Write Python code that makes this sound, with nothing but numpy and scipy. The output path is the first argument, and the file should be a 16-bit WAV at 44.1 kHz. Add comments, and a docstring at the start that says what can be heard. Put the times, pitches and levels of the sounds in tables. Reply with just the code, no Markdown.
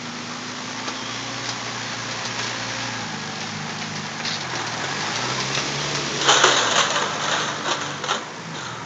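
"""A yard with a half-demolished wooden house; a four-cylinder diesel machine works behind it.
The exhaust sags and recovers with the load, over combustion clatter and hiss. A hydraulic pump
hums and whines, brief machine tones come and go, steel joints chirp. Laths tick, timber snaps,
a board scrapes. At 6.2 s a wall section gives way: boards crash and ring, rubble slides, and
a last piece tumbles off the heap. The wood and rubble echo briefly in the yard."""
import sys
import numpy as np
from scipy import signal
from scipy.fft import rfft, irfft, next_fast_len
from scipy.io import wavfile
from scipy.ndimage import uniform_filter1d

SR = 44100
rng = np.random.default_rng(int(sys.argv[2]) if len(sys.argv) > 2 else 0)


def transcribe(signal):
    """Save signal, clipped to [-1, 1], as a 16-bit WAV file at the path in sys.argv[1]."""
    frames = np.atleast_2d(signal).T
    limited = np.clip(frames, -1, 1)
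    pcm = np.round(limited * 32767).astype(np.int16)
    wavfile.write(sys.argv[1], SR, pcm)


N = 390285
TIME = np.arange(N) / SR
TREBLE_SPLIT_HZ, CRUISE_HZ = 2295, 27

# governor setting: time_s, crank_hz
GOVERNOR = [(0.2, 26.8), (1.35, 30.2), (1.9, 29.2), (2.9, 29.5), (3.17, 25.2), (4.35, 24.9), (4.48, 21.3),
            (4.65, 19.0), (4.8, 21.0), (5.25, 31.0), (5.5, 34.0), (5.85, 36.2), (6.2, 35.8), (6.52, 33.0),
            (6.8, 25.0), (7.4, 24.9), (8.1, 23.5), (8.44, 28.0), (8.5, 27.2), (8.58, 24.4), (8.64, 21.4),
            (8.72, 19.8)]
# engine hunting: start_s
SURGE_STARTS_S = [3.39, 3.75, 4.19]
# how hard the machine works: time_s, gain_db
EFFORT = [(0, -3.5), (1.4, 0), (2.0, 0.5), (2.8, 2), (3.15, -1), (4.15, -1), (4.9, 4), (5.35, 4),
          (5.8, 2.5), (6.2, 2), (7.6, -2), (8.4, -3.5), (8.85, -3)]
# exhaust note as the engine lugs: time_s, gain_db
LUG = [(0.3, -3), (1.3, 3), (2.0, 3.5), (3.0, 5.5), (3.35, -1.5), (3.55, 5), (3.7, 1), (3.97, 5),
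       (4.13, -4), (4.3, 2), (4.65, -4.5), (5.25, 7), (6.0, 6), (6.8, -1.5), (7.4, -0.5), (7.75, -5),
       (7.95, 0), (8.2, -11.5), (8.4, -4.5), (8.75, -4.5)]
# pipe and muffler resonances: freq_hz, gain_db
PIPE_RESPONSE = [(40, -84), (52, -65.5), (70, -58.5), (82, -52), (108, -48), (120, -44.5), (138, -42.5),
                 (160, -43), (180, -56.5), (203, -43.5), (238, -46.5), (290, -51)]
# weak crankshaft orders: cycles_per_turn, gain_db
WEAK_ORDERS = [(5, -9), (6.5, -16.5), (7, -6.5), (7.5, -18), (10, -18.5), (11, -13), (14, -11), (16, -14)]
# exhaust rumble, swelling with the pull on the wall: time_s, gain_db
RUMBLE_SWELL = [(0, -41), (4.25, -41.5), (4.9, -35), (6.2, -33), (6.9, -36.5), (8.05, -41), (8.6, -41)]
# exhaust rumble spectrum: freq_hz, gain_db
RUMBLE_SPECTRUM = [(40, -48.5), (80, -38), (115, -6.5), (170, -6), (230, -5.5), (350, -5), (550, -8.5),
                   (800, -24)]
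# clatter and hiss spectrum: freq_hz, gain_db
CLATTER_SPECTRUM = [(400, -6.5), (600, -1.5), (850, 3), (1150, 2), (1400, 0.5), (1750, 1.7), (2300, -1),
                    (2900, -4.5), (3400, -3), (4600, -5.5), (5700, -4.5), (6900, -9), (7500, -20.5)]
# pump hum, set by hydraulic pressure: time_s, level_db
PUMP_HUM = [(0, -39), (1.2, -41), (1.9, -48.5), (2.85, -43), (3.2, -41.5), (4.1, -43.5), (4.35, -40.5),
            (4.6, -55), (5.9, -54), (6.3, -35.5), (6.9, -47)]
# pump casing, singing as valves open: time_s, level_db
PUMP_CASING = [(.9, -57), (1.3, -43.5), (1.75, -57), (2.15, -45), (2.4, -47.5), (2.75, -42), (3.1, -49.5),
               (5.2, -54), (5.9, -42), (6.4, -51.5)]
# hydraulic whine: time_s, pitch_hz
WHINE_PITCH = [(0, 1347), (.6, 1153), (2.0, 1075), (3.4, 789.6), (4.8, 792.7), (5.25, 884), (5.55, 1163),
               (7.6, 1208), (8.4, 905)]
# brief machine tones: start_s, end_s, pitch_hz, glide_hz_per_s, width_hz, level_db
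MACHINE_TONES = [(.24, 0.598, 1360, 10, 25, -48), (0.638, 1.04, 890, 34, 19, -42.5),
                 (1.22, 2.0, 822, 0.5, 30, -48), (.8, 1.35, 1178, -93, 37, -47),
                 (1.478, 1.859, 427, -34, 20, -43.5), (1.718, 3.45, 1656, -5, 36, -43.5),
                 (4.002, 5.051, 1658, -2.5, 21, -43.5), (3.002, 3.254, 857, 63, 16, -43),
                 (3.25, 3.5, 772, -46.5, 17, -40.5), (4.148, 4.952, 763, -0.5, 19, -44.5),
                 (5.172, 5.343, 1300, 253, 18, -35.5), (5.216, 5.475, 945, 547, 22, -38.5),
                 (0.924, 1.25, 3220, 400, 360, -40.5), (1.797, 1.97, 4400, -100, 110, -43),
                 (7.251, 8.0, 301.7, -19.5, 9.5, -42), (8.571, 8.853, 1390, -400, 210, -37.5)]
# load on the wall: time_s, load_share
WALL_LOAD = [(2.8, .4), (3.3, 1), (6.1, 1), (6.3, 0)]
# breaking wood spectrum: freq_hz, gain_db
SNAP_SPECTRUM = [(400, -11), (1200, -12), (2200, -4), (4000, 12.5), (6000, 12.5), (7500, -1)]
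# timber snapping under strain: start_s, gain_db, treble_db
SNAPS = [(0.876, -14.5, -9.5), (1.456, -17.5, -8), (1.489, -12.5, -1.5), (2.111, -16.5, -2),
         (2.2514, -13, -2), (2.389, -12, -10), (2.429, -13, -3), (2.466, -19, -4), (3.412, -16, -15),
         (3.693, -18, -14), (3.812, -17.5, -11.5), (3.96, -19.5, -9), (4.199, -19, -20), (4.252, -16, -18),
         (4.554, -15, -10), (4.666, -17.5, -6.5), (5.006, -18.5, -7), (5.157, -13, -7), (5.238, -15.5, -10),
         (5.402, -13, -7.5), (5.548, -10, -7), (5.574, -10.5, -14), (5.586, -14, -8), (5.949, -11, -9.5)]
# boards and wall pieces landing: start_s, gain_db, treble_db, decay_s, pitch_hz
LANDINGS = [(0.877, -15, -10, 0.016, 329), (4.53, -16.5, -12, 0.02, 338), (4.592, -19, -5, 0.036, 369),
            (4.813, -18, -11, 0.012, 330), (4.839, -12, -8, 0.016, 415), (6.213, -10.5, 1, 0.017, 405),
            (6.276, -7.5, -6, 0.023, 400), (6.285, -3, -3.5, 0.073, 422), (6.335, -15, -6, .03, 910),
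            (6.369, -6, 0, 0.0094, 531), (6.436, 2.5, -7, 0.026, 370), (6.473, -8, -3.5, 0.045, 457),
            (6.51, -9.5, 0, .025, 608), (6.563, -10.5, -1.5, 0.035, 487), (6.585, -11, 1, .028, 598),
            (6.649, -11.5, -11, 0.014, 324), (6.709, -8.5, -2, 0.015, 656), (6.756, -6.5, -3, 0.034, 681),
            (6.78, -3.5, -4.5, 0.04, 548), (6.903, -8, -1, 0.0072, 647), (6.957, -8.5, -5, 0.022, 580),
            (7.02, -10.5, -13, 0.015, 445), (7.236, -22, 0, 0.03, 617.5), (7.313, -10.5, -5, 0.023, 557),
            (7.333, -9, -10, .024, 664), (7.372, -17, 0, 0.027, 800), (7.399, -13.5, -1.5, 0.032, 429),
            (7.483, -11, -14, 0.0083, 672), (7.681, -10.5, -7, 0.021, 350), (7.709, -9, -4, 0.022, 560),
            (7.812, -22.5, -8, 0.011, 710), (8.038, -10.5, -6.5, 0.011, 506), (8.06, -20, 0, .02, 790),
            (8.086, -13, -4, 0.018, 633), (8.108, -6, -9.5, 0.023, 404), (8.141, -13, -4.5, 0.013, 508)]
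# board and rubble spectrum: freq_hz, gain_db
RUBBLE_SPECTRUM = [(200, -20.5), (300, -6.5), (480, -0.5), (750, -5.5), (1000, -1), (1550, -2), (2300, -13),
                   (3000, -2), (3800, 0), (4900, -15), (6300, -4), (7100, -8.5), (7600, -16.5)]
# board dragged on board: start_s, length_s, level_db
SCRAPES = [(4.244, 0.059, -26), (4.301, 0.068, -27), (4.401, 0.028, -28)]
# scrape spectrum: freq_hz, gain_db
SCRAPE_SPECTRUM = [(300, -17), (800, -14), (1900, -3), (2800, -9), (3450, -1.5), (4000, 3.5), (4600, 0),
                   (5400, -3.5), (7000, -15)]
# rubble runs down the heap: start_s, length_s, gain_db, treble_db
SLIDES = [(6.183, 0.77, -19.5, 1), (7.197, 0.25, -30, 0.5), (7.643, 0.085, -30, -1),
          (7.791, 0.12, -35, 1.5), (8.075, 0.067, -30.5, 1), (8.535, 0.14, -37.5, 5)]
# output treble roll-off: freq_hz, gain_db
ROLL_OFF = [(7250, -0.5), (7500, -7.5), (7800, -15.5), (8700, -25)]


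def amp(db):
    """Decibels to gain."""
    return 10 ** (np.asarray(db) / 20)


def unit(x):
    """Scale to rms 1."""
    return x / np.sqrt(np.mean(x ** 2) + 1e-20)


def curve(rows):
    """Interpolate (time_s, value) rows per sample."""
    return np.interp(TIME, *np.transpose(rows))


def gain_db_at(freq_hz, spectrum):
    """Interpolate a spectrum over log frequency."""
    hz, db = np.transpose(spectrum)
    return np.interp(np.log(freq_hz), np.log(hz), db)


def filtered(x, gain):
    """Filter by gain(freq_hz)."""
    size = next_fast_len(len(x) + 2048)
    return irfft(rfft(x, size) * gain(np.fft.rfftfreq(size, 1 / SR) + 1), size)[:len(x)]


def colour(x, spectrum):
    """Filter by (freq_hz, gain_db) rows."""
    return filtered(x, lambda hz: amp(gain_db_at(hz, spectrum)))


def split(x, cutoff_hz):
    """Low and high bands."""
    low = filtered(x, lambda hz: 1 / (1 + (hz / cutoff_hz) ** 8))
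    return low, x - low


def drift(rate_hz, size=N):
    """Random wander up to rate_hz, rms 1."""
    step = 16
    coarse = split(rng.standard_normal(size // step + 2), step * rate_hz)[0]
    return unit(np.interp(np.arange(size) / step, np.arange(len(coarse)), coarse))


def noise_tone(pitch_hz, half_width_hz):
    """Narrow noise band along a pitch curve, rms 1."""
    phase = 2 * np.pi * np.cumsum(pitch_hz) / SR
    return unit(sum(drift(half_width_hz, len(phase)) * wave(phase) for wave in (np.cos, np.sin)))


def add(mix, start_s, sound):
    """Mix in at start_s."""
    part = mix[max(round(start_s * SR), 0):][:len(sound)]
    part += sound[:len(part)]


def crank_speed_hz(surge_hz=1.8, rise_s=.085):
    """Governor setting plus surges that pick up quickly and sag back."""
    ages = np.maximum(TIME - np.array(SURGE_STARTS_S)[:, None], 0) / rise_s
    return curve(GOVERNOR) + surge_hz * ((ages * np.exp(1 - ages)) ** 2).sum(axis=0)


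def exhaust(turns, crank_hz, upper_db_per_octave=-15.5, blip_s=8.47, blip_width_s=.088):
    """Crank orders sweep the pipe resonances and grow with lug; uneven firing shakes their level."""
    def tone(order, flutter, rate_hz):
        strength = np.sqrt(2) * (1 + flutter * drift(rate_hz))
        return strength * np.sin(2 * np.pi * (order * turns + rng.random()))

    swell_db, lug_db = curve(RUMBLE_SWELL), curve(LUG)
    upper_db = upper_db_per_octave * np.log2(crank_hz / CRUISE_HZ)
    blip_db = 15 * np.exp(-((TIME - blip_s) / blip_width_s) ** 2)  # throttle blip: order 6 booms
    unload_db = .94 * np.minimum(lug_db, 0)
    strong = 0
    for order, trim_db in ((2, 0), (4, 0), (6, upper_db + blip_db), (8, upper_db + unload_db)):
        pipe_db = gain_db_at(order * crank_hz, PIPE_RESPONSE)
        strong += amp(pipe_db + trim_db) * tone(order, flutter=.22, rate_hz=18)
    weak = sum(amp(db) * tone(order, flutter=.4, rate_hz=5) for order, db in WEAK_ORDERS)
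    twelfth_db = -52 + 2.1 * (swell_db - swell_db.mean())
    twelfth = amp(twelfth_db) * noise_tone(12 * crank_hz, half_width_hz=22)
    return amp(lug_db) * strong + amp(-47 + .51 * lug_db) * weak + twelfth


def pump(turns, pistons=9, flutter=.099):
    """Pistons hum; the octave comes and goes in the casing."""
    phase = 2 * np.pi * pistons * turns
    hum = amp(curve(PUMP_HUM)) * np.sin(phase)
    octave = amp(curve(PUMP_CASING)) * np.sin(2 * phase)
    return np.sqrt(2) * (1 + flutter * drift(26)) * (hum + octave)


def rumble(firing, gain_db=3, throb=.29, boom_hz=260, boom_share=.61):
    """Exhaust puffs at firing rate; the bass swells less, so louder is brighter."""
    puffs = rng.standard_normal(N) * (1 + throb * firing)
    boom, growl = split(unit(colour(puffs, RUMBLE_SPECTRUM)), boom_hz)
    growl_db = curve(RUMBLE_SWELL)
    boom_db = growl_db.min() + boom_share * (growl_db - growl_db.min())
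    return amp(gain_db) * (amp(growl_db) * growl + amp(boom_db) * boom)


def clatter_and_hiss(firing, crank_hz, effort_db, base_db=-34, let_go_s=7.3):
    """Combustion clatter grows with effort; gritty hiss and joint squeaks also grow with speed."""
    knock = (1 + .1 * firing) * amp(.45 * drift(18))
    gritty = rng.standard_normal(N) * knock * amp(drift(270))
    low, hiss = split(colour(gritty, CLATTER_SPECTRUM), TREBLE_SPLIT_HZ)
    clatter = unit(split(low, cutoff_hz=514)[1])
    let_go_db = -5.5 * np.clip(TIME - let_go_s, 0, 1)  # wall down, machine lets go
    hiss_db = base_db + .84 * effort_db + 7 * np.log2(crank_hz / CRUISE_HZ) + let_go_db
    return amp(base_db + effort_db) * clatter + amp(hiss_db) * unit(unit(hiss) + squeaks())


def squeaks(gain_db=-13, wobble_hz=60, count=110):
    """Dry steel joints chirp briefly, each at its own pitch."""
    out = np.zeros(N)
    for start, pitch, length in rng.random((count, 3)):
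        t = np.arange(int((.1 + .25 * length) * SR)) / SR
        wobble = unit(uniform_filter1d(rng.standard_normal(len(t)), 300))
        pitch_hz = 2400 + 4200 * pitch + wobble_hz * wobble
        add(out, start * N / SR, np.hanning(len(t)) * np.sin(2 * np.pi * np.cumsum(pitch_hz) / SR))
    return amp(gain_db) * unit(out)


def hydraulic_whine(effort_db):
    """Airy, wandering whine that grows with effort."""
    return amp(-43 + .51 * effort_db) * noise_tone(curve(WHINE_PITCH), half_width_hz=99)


def lath_cracks(rate_per_s, decay_s):
    """Single laths break: short random bursts of uneven size."""
    t = np.arange(1024) / SR
    out = np.zeros(N)
    for i in np.flatnonzero(rng.random(N) < rate_per_s / SR):
        add(out, i / SR, rng.uniform(.3, 1) * rng.standard_normal(len(t)) * np.exp(-t / decay_s))
    return unit(out)


def wall_strain(full_load_db=-44):
    """Laths tick under load until the wall gives way."""
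    ticks = colour(lath_cracks(rate_per_s=18, decay_s=.0048), SNAP_SPECTRUM)
    return amp(full_load_db) * curve(WALL_LOAD) * unit(ticks)


def machine_tones(edge_s=.036):
    """Brief gliding tones: rough rings, squeals and a low engine hum near 300 Hz."""
    t = np.arange(2 * SR) / SR
    out = np.zeros(N)
    for start_s, end_s, pitch_hz, glide_hz_per_s, width_hz, level_db in MACHINE_TONES:
        fade = np.clip(np.minimum(t, end_s - start_s - t) / edge_s, 0, 1)
        tone = noise_tone(pitch_hz + glide_hz_per_s * t, width_hz / 2)
        add(out, start_s, amp(level_db) * fade * tone)
    return out


def fracture(level_db, treble_db, decay_s, spectrum, rise_s, low_cut_hz, grain_db=3, resonance_db=3):
    """Fibres break in uneven, dying bursts, coloured by the piece's own resonances."""
    t = np.arange(SR // 4) / SR
    fibres = rng.standard_normal(len(t)) * amp(grain_db * drift(600, len(t)))
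    resonances = np.transpose([np.geomspace(300, 7500, 70), resonance_db * rng.standard_normal(70)])
    wood = colour(colour(fibres, resonances), spectrum)
    low, high = split(split(wood, low_cut_hz)[1], TREBLE_SPLIT_HZ)
    treble = min(amp(treble_db), .9)
    body = np.sqrt(1 - treble ** 2) * unit(low) * (1 - np.exp(-t / rise_s))
    splinters = treble * unit(high) * (1 - np.exp(-2 * t / rise_s))
    return amp(level_db) * np.exp(-t / decay_s) * (body + splinters)


def timber_snaps(break_db=-7, break_decay_s=.0023, tear_db=-10, tear_decay_s=.019):
    """Timber snaps: one sharp break, then tearing."""
    out = np.zeros(N)
    for start_s, gain_db, treble_db in SNAPS:
        for stage_db, decay_s in ((break_db, break_decay_s), (tear_db, tear_decay_s)):
            add(out, start_s, fracture(gain_db + stage_db, treble_db + 7, decay_s, SNAP_SPECTRUM,
                                       rise_s=.00056, low_cut_hz=200))
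    return out


def crashes():
    """Pieces land and break up; small ones carry no bass."""
    out = np.zeros(N)
    for start_s, gain_db, treble_db, decay_s, pitch_hz in LANDINGS:
        add(out, start_s, fracture(gain_db - 8, treble_db + 1, decay_s, RUBBLE_SPECTRUM,
                                   rise_s=.0016, low_cut_hz=.87 * pitch_hz))
    return out


def board_rings(t60_s=.22, rise_s=.0017, mode_ratio=(5 / 3) ** 2):
    """Each landing board rings as a free beam in two bending modes."""
    t = np.arange(SR // 2) / SR
    attack, decay = 1 - np.exp(-t / rise_s), amp(-60 * t / t60_s)
    out = np.zeros(N)
    for start_s, gain_db, _, _, pitch_hz in LANDINGS:
        phase = 2 * np.pi * pitch_hz * t
        modes = decay * np.sin(phase) + amp(-3) * decay ** 2 * np.sin(mode_ratio * phase)
        add(out, start_s, amp(-16 + .98 * gain_db) * attack * modes)
    return out


def fragments(rate_per_s, spread_db, decay_cycles, count=160):
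    """Small pitched pieces struck at random; a few blows are large."""
    hits = np.flatnonzero(rng.random(N) < rate_per_s / SR)
    size, polarity, piece = rng.random((len(hits), 3)).T
    strengths = amp(-spread_db * np.log(np.maximum(size, .03))) * np.sign(polarity - .5)
    pitches_hz = np.geomspace(250, 7500, count) * rng.uniform(.99, 1.01, count)
    t = np.arange(2048) / SR
    out = np.zeros(N)
    for k, pitch_hz in enumerate(pitches_hz):
        ring = pitch_hz * np.exp(-t * pitch_hz / decay_cycles) * np.sin(2 * np.pi * pitch_hz * t)
        struck = (piece * count).astype(int) == k
        for i, strength in zip(hits[struck], strengths[struck]):
            add(out, i / SR, strength * ring)
    return unit(out)


def board_scrape(judder_db=2, edge_s=.0079):
    """Wood sticks and slips on wood: a short, dry rasp."""
    slips = fragments(rate_per_s=9000, spread_db=2, decay_cycles=16)
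    rasp = colour(slips, SCRAPE_SPECTRUM) * amp(judder_db * drift(150))
    strokes = np.zeros(N)
    for start_s, length_s, level_db in SCRAPES:
        inside_s = np.minimum(TIME - start_s, start_s + length_s - TIME)
        strokes += amp(level_db) * np.clip(inside_s / edge_s, 0, 1)
    return strokes * unit(rasp)


def rubble_slides(grit_per_s=6000, low_cut_hz=430, rise_share=.15, settle_share=.87, sag_db_per_s=-6.5):
    """Boards knock, laths crack, plaster grit pours; longer runs settle more slowly."""
    grit = unit(rng.standard_normal(N) * (rng.random(N) < grit_per_s / SR))
    knocks = fragments(rate_per_s=4000, spread_db=1.5, decay_cycles=22)
    cracks = lath_cracks(rate_per_s=70, decay_s=.0029)
    rubble = colour(knocks + amp(-3) * (grit + cracks), RUBBLE_SPECTRUM)
    boards, splinters = map(unit, split(split(rubble, low_cut_hz)[1], TREBLE_SPLIT_HZ))
    out = np.zeros(N)
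    for start_s, length_s, gain_db, treble_db in SLIDES:
        age_s = np.maximum(TIME - start_s, 0)
        rise = np.minimum(age_s / (rise_share * length_s), 1)
        settle = np.exp(-np.maximum(age_s - length_s, 0) / (settle_share * length_s))
        flow = rise * amp(gain_db + sag_db_per_s * age_s) * settle
        splinter_db = treble_db - 3.5 - 4.5 * age_s  # fines run out first
        out += flow * (amp(-1.5) * boards + amp(splinter_db) * splinters)
    return out


def yard_echoes(x, wet_db=-11, t60_s=.1, echoes_per_s=2000, delay_s=.006):
    """Direct sound plus scatter from the heap and trees."""
    t = np.arange(SR // 2) / SR
    taps = rng.standard_normal(len(t)) * (rng.random(len(t)) < echoes_per_s / SR)
    taps *= amp(-60 * t / t60_s) * (t > delay_s)
    return x + amp(wet_db) * signal.fftconvolve(x, taps / np.linalg.norm(taps))[:N]


def scene():
    """Dry machine plus echoing house, mono on two channels."""
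    crank_hz, effort_db = crank_speed_hz(), curve(EFFORT)
    turns = np.cumsum(crank_hz * (1 + .0038 * drift(7.6))) / SR
    firing = np.cos(4 * np.pi * turns)  # two firings per turn
    machine = exhaust(turns, crank_hz) + pump(turns) + rumble(firing)
    machine += clatter_and_hiss(firing, crank_hz, effort_db)
    machine += hydraulic_whine(effort_db) + machine_tones()
    house = rubble_slides() + timber_snaps() + crashes() + board_rings() + board_scrape() + wall_strain()
    mono = machine + yard_echoes(house)
    return np.array([mono, mono])


def record(dry, ceiling=.85, cutoff_hz=9100):
    """Soft clip, treble roll-off, steep low-pass."""
    rounded = dry / (1 + (dry / ceiling) ** 4) ** .25
    dulled = np.array([colour(channel, ROLL_OFF) for channel in rounded])
    low_pass = signal.firwin(401, cutoff_hz, window=("kaiser", 9), fs=SR)
    return signal.oaconvolve(dulled, low_pass[None], "same")


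dry = scene()
out = record(dry)
transcribe(out)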